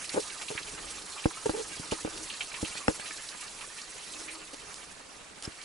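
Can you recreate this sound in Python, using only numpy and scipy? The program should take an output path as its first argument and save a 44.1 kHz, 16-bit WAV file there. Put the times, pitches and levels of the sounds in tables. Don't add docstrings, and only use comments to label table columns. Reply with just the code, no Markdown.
import sys
import numpy as np
from scipy import signal
from scipy.fft import rfft, irfft, next_fast_len
from scipy.io import wavfile
from scipy.ndimage import uniform_filter1d

SR = 44100
rng = np.random.default_rng(int(sys.argv[2]) if len(sys.argv) > 2 else 0)


def pcm_store(signal):
    levels = np.round(np.clip(np.atleast_2d(signal), -1, 1) * 32767)
    wavfile.write(sys.argv[1], SR, levels.astype(np.int16).T)


N = 248724
TIME_S = np.arange(N) / SR


def gain_of(db):
    return 10 ** (np.asarray(db) / 20)


def evened(x):
    return x / np.sqrt(np.mean(x ** 2) + 1e-20)


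def read(points, hz):
    point_hz, value = np.transpose(points)
    return np.interp(np.log(hz + 1), np.log(point_hz + 1), value)


def add(mix, start_s, sound):
    part = mix[:, max(round(start_s * SR), 0):][:, :sound.shape[1]]
    part += sound[:, :part.shape[1]]


def colour(x, gain):
    size = next_fast_len(x.shape[-1] + 2048)
    spectrum = rfft(x, size) * gain(np.fft.rfftfreq(size, 1 / SR))
    return irfft(spectrum, size)[..., :x.shape[-1]]


def hump(hz, centre_hz, octaves):
    return 1 / (1 + (np.log2((hz + 1) / centre_hz) / octaves) ** 2)


def patches(shape, size):
    smooth = uniform_filter1d(rng.standard_normal(shape), size=size, axis=0)
    return evened(uniform_filter1d(smooth, size=size, axis=1))


def churn(patchy_db, flicker_db):
    z = signal.stft(rng.standard_normal((2, N)), nperseg=256)[2]
    patch = patches(z.shape[1:], size=8)
    flicker = evened(uniform_filter1d(rng.standard_normal(z.shape[2]), size=6))
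    z = z * gain_of(patchy_db * patch + flicker_db * flicker)
    return evened(signal.istft(z)[1][:, :N])


def mottle(x, depth_db):
    z = signal.stft(x, nperseg=1024)[2]
    z = z * gain_of(depth_db * patches(z.shape[1:], size=2))
    return evened(signal.istft(z)[1][:, :N])


def drops(per_s, spread_db):
    size = gain_of(spread_db * np.minimum(rng.exponential(1, N), 4))
    return size * rng.choice([-1, 1], N) * (rng.random(N) < per_s / SR)


# hz [Hz], left_minus_right_db [dB]
PORT_BALANCE = [(300, 0.5), (600, -1.5), (1100, -2.5), (1900, -5), (3400, -3), (6000, -3.2), (11000, -2.5)]


def ports(pair, same):
    likeness = lambda hz: np.clip(read(same, hz), 0, 1)
    mid = colour(pair[0], lambda hz: np.sqrt(1 + likeness(hz)))
    side = colour(pair[1], lambda hz: np.sqrt(1 - likeness(hz)))
    left_right = np.array([mid + side, mid - side])
    return colour(left_right, lambda hz: gain_of(np.outer([.5, -.5], read(PORT_BALANCE, hz))))


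# hz [Hz], likeness [0-1]
NEAR_LIKENESS = [(300, 0.2), (600, .15), (1160, 1), (2440, 0.55), (5000, 0.9), (11000, 0.89)]


def near_ports(pair):
    return ports(pair, NEAR_LIKENESS)


# time_s [s], level_db [dB]
NEAR_LEVEL = [(0, -43), (1.3, -44.5), (2.1, -44), (3.05, -42.5), (3.35, -45), (4.0, -46.5), (4.25, -45.5),
              (4.5, -51.5), (4.75, -47.5), (4.97, -55), (5.37, -56), (5.64, -49)]


def near_water():
    return gain_of(np.interp(TIME_S, *np.transpose(NEAR_LEVEL)))


# centre_hz [Hz], width_hz [Hz], level_db [dB]
ROCK_HOLLOWS = [(1000, 790, -2.5), (1226, 75, 0.5), (1826, 310, -4), (2347, 220, -1), (2685, 130, 0),
                (3085, 570, -4.5), (4220, 840, -2)]


def hollows(hz):
    power = 0
    for centre_hz, width_hz, level_db in ROCK_HOLLOWS:
        detuning = (hz - centre_hz ** 2 / (hz + 1)) / width_hz
        power = power + gain_of(level_db) ** 2 / (1 + detuning ** 2)
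    return np.sqrt(power)


# hz [Hz], relative level_db [dB per Hz]
WASH_SPECTRUM = [(25, 4), (60, -4.5), (130, -5), (280, -2), (450, -2), (800, -0.5), (1500, -2),
                 (2500, -3.5), (3300, -7.5), (5500, -8.5), (8000, -11.5), (11000, -18)]
# hz [Hz], likeness [0-1]
FAR_LIKENESS = [(60, 0.7), (260, 0.16), (550, 0.6), (1160, 0), (2440, 0.4), (5000, 0.1), (11000, 0)]
WASH_DB = -50.5


def wash():
    water = churn(patchy_db=3.0, flicker_db=0.5)
    water = colour(water, lambda hz: gain_of(read(WASH_SPECTRUM, hz)))
    return gain_of(WASH_DB) * evened(ports(water, FAR_LIKENESS))


def wander(rate_hz):
    return evened(colour(rng.standard_normal(N), lambda hz: np.exp(-(hz / rate_hz) ** 2)))


# peak_s [s], lift_db [dB]
SPRAY_BURSTS = [(.015, 4), (.1, 2), (.2, 8), (.42, 5), (.905, 5), (1.46, 8), (1.916, 9.5), (2.235, 7),
                (2.618, 6.5), (2.98, 2.5), (3.07, 4), (3.41, 6), (4.193, 5)]
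SURGE_RISE_S, SURGE_FALL_S = 0.003, 0.026
SPRAY_WANDER_DB, SPRAY_WANDER_HZ = 1, 35


def surges():
    lift_db = SPRAY_WANDER_DB * wander(SPRAY_WANDER_HZ)
    for peak_s, burst_db in SPRAY_BURSTS:
        rise = (peak_s - TIME_S) / SURGE_RISE_S
        fall = (TIME_S - peak_s) / SURGE_FALL_S
        lift_db += burst_db * np.exp(-np.maximum(rise, fall))
    return gain_of(lift_db)


# hz [Hz], relative level_db [dB per Hz]
SPRAY_SPECTRUM = [(1000, -17), (2500, -11), (3500, -4), (4300, -2), (5400, 0.5), (7000, 1.5), (9000, 1),
                  (11000, -0.5)]
SPRAY_DB = 2.3


def spray():
    droplets = evened(np.array([drops(per_s=2500, spread_db=8.0) for _ in range(2)]))
    mist = churn(patchy_db=1.94, flicker_db=1.5)
    fizz = mottle(mist, depth_db=2.1) + .3 * droplets
    fizz = near_ports(colour(fizz, lambda hz: gain_of(read(SPRAY_SPECTRUM, hz))))
    return gain_of(SPRAY_DB) * near_water() * surges() * evened(fizz)


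TRICKLE_DB = -45.5
FLOW_DB, BUBBLES_DB = -3, -14
TRICKLE_FOLLOWS = 0.87


def trickle():
    tumble = mottle(churn(patchy_db=3.5, flicker_db=1.3), depth_db=4.0)
    flow = evened(near_ports(colour(tumble, hollows)))
    t = np.arange(2048) / SR
    bubbles = np.zeros((2, N))
    for bubble_hz in np.geomspace(950, 4600, num=24):
        tone = np.sin(2 * np.pi * bubble_hz * t * (1 + 1.35 * t))
        ring = tone * np.exp(-t * bubble_hz / 20) * (1 - np.exp(-t * bubble_hz / 2))
        pan_db = rng.normal(-3.5, 3)
        births = drops(per_s=6, spread_db=2.5)
        bubbles += gain_of([[pan_db / 2], [-pan_db / 2]]) * signal.oaconvolve(births, ring)[:N]
    level = gain_of(TRICKLE_DB) * evened(near_water() ** TRICKLE_FOLLOWS)
    return level * (gain_of(FLOW_DB) * flow + gain_of(BUBBLES_DB) * evened(bubbles))


# mode_hz [Hz], level_db [dB], t60_s [s], port_phase_rad [rad]
CASE_MODES = [(202, -2, 0.041, 1.84), (323.2, -2, 0.085, 0.93), (431, 0.5, 0.058, 1.3),
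              (485, 5.5, 0.037, 2.33), (579, 5.5, 0.019, 1.81), (866, 6.5, 0.015, 1.96),
              (950, 0, 0.022, 2.94), (1286, 16.5, 0.0029, 1.81), (1596, -2.5, 0.016, 0.45),
              (2050, 9.5, 0.0013, 3.14), (2610, 5, 0.0087, 1.7), (5230, 1, 0.017, 1.1)]


def case(force):
    t = np.arange(SR // 8) / SR
    sides = np.array([[-.5], [.5]])
    ring = np.zeros((2, len(t)))
    for k, (mode_hz, level_db, t60_s, port_phase_rad) in enumerate(CASE_MODES):
        phase = (-1) ** k * sides * port_phase_rad
        ring += gain_of(level_db - 60 * t / t60_s) * np.sin(2 * np.pi * mode_hz * t + phase)
    return signal.fftconvolve(force[None], ring, axes=1)


# hz [Hz], relative level_db [dB per Hz]
RUMBLE_SPECTRUM = [(20, -12.5), (60, -17.5), (120, -25.5), (250, -61), (600, -41)]
# middle_s [s], length_s [s], level_db of murmur and rumble alike [dB]
HOLD_SHIFTS = [(0.19, 0.43, -65), (0.797, 0.64, -53.5), (1.656, 0.79, -59), (2.157, 0.67, -57),
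               (4.666, 0.19, -63)]
MURMUR_DB, RUMBLE_DB = -59.5, -68.5


def grip():
    creep = churn(patchy_db=2, flicker_db=2)[0]
    murmur = case(colour(creep, lambda hz: hump(hz, 390, octaves=2.8)))[:, :N]
    rumble = colour(rng.standard_normal(N), lambda hz: gain_of(read(RUMBLE_SPECTRUM, hz)))
    shift = np.zeros(N)
    for middle_s, length_s, level_db in HOLD_SHIFTS:
        position = np.clip((TIME_S - middle_s) / length_s, -.5, .5)
        shift += gain_of(level_db) * np.cos(np.pi * position) ** 2
    murmur = (gain_of(MURMUR_DB) + shift) * evened(murmur)
    return murmur + (gain_of(RUMBLE_DB) + shift) * evened(rumble)


def splash(centre_hz, rise_s, t60_s, slap=0.18, slap_s=0.00025):
    t = np.arange(SR // 8) / SR
    noise = rng.standard_normal((2, len(t)))
    spatter = colour(noise, lambda hz: hollows(hz) * hump(hz, centre_hz, octaves=0.48))
    onset = (1 - np.exp(-t / rise_s)) * (1 + slap * np.exp(-t / slap_s))
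    return evened(near_ports(spatter)) * onset * gain_of(-60 * t / t60_s)


SMALL_PER_S = 9.9
SMALL_MIN_DB, SMALL_SPAN_DB = -2, 12
SMALL_LOW_HZ, SMALL_HIGH_HZ = 1960, 6500
SMALL_RISE_S, SMALL_T60_S = .0015, 0.047


def small_splashes():
    out = np.zeros((2, N))
    for when, size, pitch in rng.random((round(SMALL_PER_S * N / SR), 3)):
        centre_hz = SMALL_LOW_HZ * (SMALL_HIGH_HZ / SMALL_LOW_HZ) ** pitch
        level = gain_of(SMALL_MIN_DB + SMALL_SPAN_DB * size)
        add(out, when * N / SR, level * splash(centre_hz, SMALL_RISE_S, SMALL_T60_S))
    return near_water() * out


# start_s [s], level_db before the envelope [dB], centre_hz [Hz], rise_s [s], t60_s [s]
LOUD_SPLASHES = [(0.042, -36.5, 2330, .002, 0.074), (0.0927, -31, 5000, 0.00035, 0.046),
                 (0.412, -33, 2720, .004, 0.082), (.481, -33.5, 3080, .002, 0.099),
                 (.5768, -28, 2010, 0.00022, 0.084), (0.673, -35.5, 2490, .004, .066),
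                 (1.158, -43, 1080, 0.0032, 0.29), (1.186, -39.5, 2780, 0.0042, 0.14),
                 (1.238, -26.5, 2790, 0.0031, 0.038), (1.305, -35, 1150, .0036, 0.081),
                 (1.91, -33, 2880, 0.0013, 0.12), (1.985, -33.5, 1250, 0.0019, .04),
                 (2.298, -35.5, 3140, 0.0012, 0.16), (2.407, -28.5, 2750, .0003, 0.1),
                 (2.541, -32.5, 2680, 0.00022, 0.089), (2.646, -34.5, 2800, .0018, 0.12),
                 (3.053, -38.5, 2650, 0.0057, 0.18), (3.107, -32, 1800, 0.0016, 0.049),
                 (3.287, -29, 4500, 0.0022, 0.021), (3.346, -33, 1820, 0.0038, 0.024),
                 (3.608, -38.5, 2450, .0027, 0.15), (3.781, -39.5, 2490, 0.0028, .09),
                 (4.279, -38, 2290, 0.0015, 0.23)]


def splashes():
    out = np.zeros((2, N))
    for start_s, level_db, centre_hz, rise_s, t60_s in LOUD_SPLASHES:
        add(out, start_s, gain_of(level_db) * splash(centre_hz, rise_s, t60_s))
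    return out


# start_s [s], length_s [s], squeak_db [dB], slip_hz [Hz], scratch_db [dB]
FINGER_RUBS = [(.139, 0.015, -33, 280, -65), (.156, 0.031, -29.5, 189.6, -64), (.17, 0.02, -28, 473, -60),
               (.189, 0.013, -32, 460, -58), (0.499, 0.032, -41, 430, -44.5),
               (1.455, 0.015, -24.5, 416, -38), (1.533, 0.024, -33, 417, -75),
               (1.549, 0.081, -37.5, 437.6, -43.5), (1.92, 0.017, -28, 418, -52),
               (2.093, 0.18, -51, 331, -67), (2.89, 0.024, -37.5, 505, -43), (4.06, 0.43, -54.5, 318, -65),
               (4.529, 0.02, -44.5, 275, -43.5), (4.741, 0.0036, -63, 494, -38),
               (4.782, 0.0019, -68, 500, -45), (5.423, 0.0069, -61, 1210, -38),
               (5.428, 0.041, -52, 1420, -40), (5.447, 0.0075, -37, 5220, -55)]


def rubs(jitter=0.144, rough=0.42, grain_db=3.0):
    out = np.zeros((2, N))
    for start_s, length_s, squeak_db, slip_hz, scratch_db in FINGER_RUBS:
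        stroke = signal.windows.tukey(int(length_s * SR), .5)
        drift, drag, skin, ridges = rng.standard_normal((4, SR))[:, :len(stroke)]
        rate_hz = slip_hz * (1 + jitter * evened(uniform_filter1d(drift, size=150)))
        turns = np.cumsum(rate_hz) / SR
        slips = evened(np.diff(np.floor(turns), prepend=0)) + rough * drag
        force = colour(slips, lambda hz: hump(hz, max(slip_hz, 460), octaves=1.0)) * stroke
        squeak = case(force)
        squeak *= np.sqrt(len(stroke) / np.sum(squeak ** 2 / 2))
        add(out, start_s, gain_of(squeak_db) * squeak)
        catches = gain_of(grain_db * evened(uniform_filter1d(ridges, size=60)))
        scratch = colour(skin * catches, lambda hz: hump(hz, 4200, octaves=2.0))
        scratch = evened(scratch) * stroke
        add(out, start_s, gain_of(scratch_db) * scratch * gain_of([[-1], [1]]))
    return out


# start_s [s], ring_db over the first 20 ms [dB], hard_hz contact hardness [Hz],
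# second_s delay of the second contact [s], thud_db peak [dB]
FINGER_KNOCKS = [(.504, -38.5, 1200, 0.0078, -62), (.552, -46.5, 800, 0.0031, -35),
                 (1.2569, -23, 860, 0.0038, -13.5), (1.4596, -34.5, 830, 0.0075, -49),
                 (1.4948, -28, 1030, 0.0037, -24), (1.7977, -44, 380, 0.0077, -33),
                 (1.9212, -34, 1130, 0.00454, -24), (2.0490, -31, 610, 0.0039, -34),
                 (2.0751, -38.5, 1400, 0.00145, -65), (2.629, -30, 334, 0.0037, -42),
                 (2.754, -44, 2420, .0012, -65), (2.8814, -23, 2860, 0.0015, -38),
                 (2.8847, -26.5, 395, 0.004, -21.5), (2.9973, -44, 2810, 0.0013, -63),
                 (5.4769, -43, 260, 0.0028, -29.5)]


def knocks(thud_s=0.00083, second=0.68, rattle_s=0.013, skew_s=0.00094):
    out = np.zeros((2, N))
    t = np.arange(SR // 20) / SR
    rebound = np.array([[0.756], [0.448]])
    for start_s, ring_db, hard_hz, second_s, thud_db in FINGER_KNOCKS:
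        def contact(delay_s):
            since_s = np.maximum(t - delay_s, 0)
            return since_s * np.exp(-2 * np.pi * hard_hz * since_s)

        chatter = rng.standard_normal(len(t)) * np.exp(-t / rattle_s)
        loose = signal.fftconvolve(contact(0), chatter / np.linalg.norm(chatter))[:len(t)]
        force = contact(0) + second * contact(second_s) + .3 * loose
        ring = case(signal.lfilter(*signal.butter(1, hard_hz / 4, "high", fs=SR), force))
        add(out, start_s, gain_of(ring_db) * ring / ring[:, :SR // 50].std())
        u = np.maximum(t - np.array([[skew_s], [0]]), 0) / thud_s
        thud = u * (1 - rebound * u) * np.exp(-u)
        add(out, start_s, gain_of(thud_db) * thud / abs(thud).max())
    return out


def scene():
    water = wash() + spray() + trickle() + small_splashes() + splashes()
    hand = grip() + rubs() + knocks()
    return water + hand


EDGE_HZ = 11070


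def record(dry):
    thinned = signal.lfilter(*signal.butter(1, 22, "high", fs=SR), dry)
    low_pass = signal.firwin(701, EDGE_HZ, window=("kaiser", 9), fs=SR)
    return signal.oaconvolve(thinned, low_pass[None], "same")


dry = scene()
out = record(dry)
pcm_store(out)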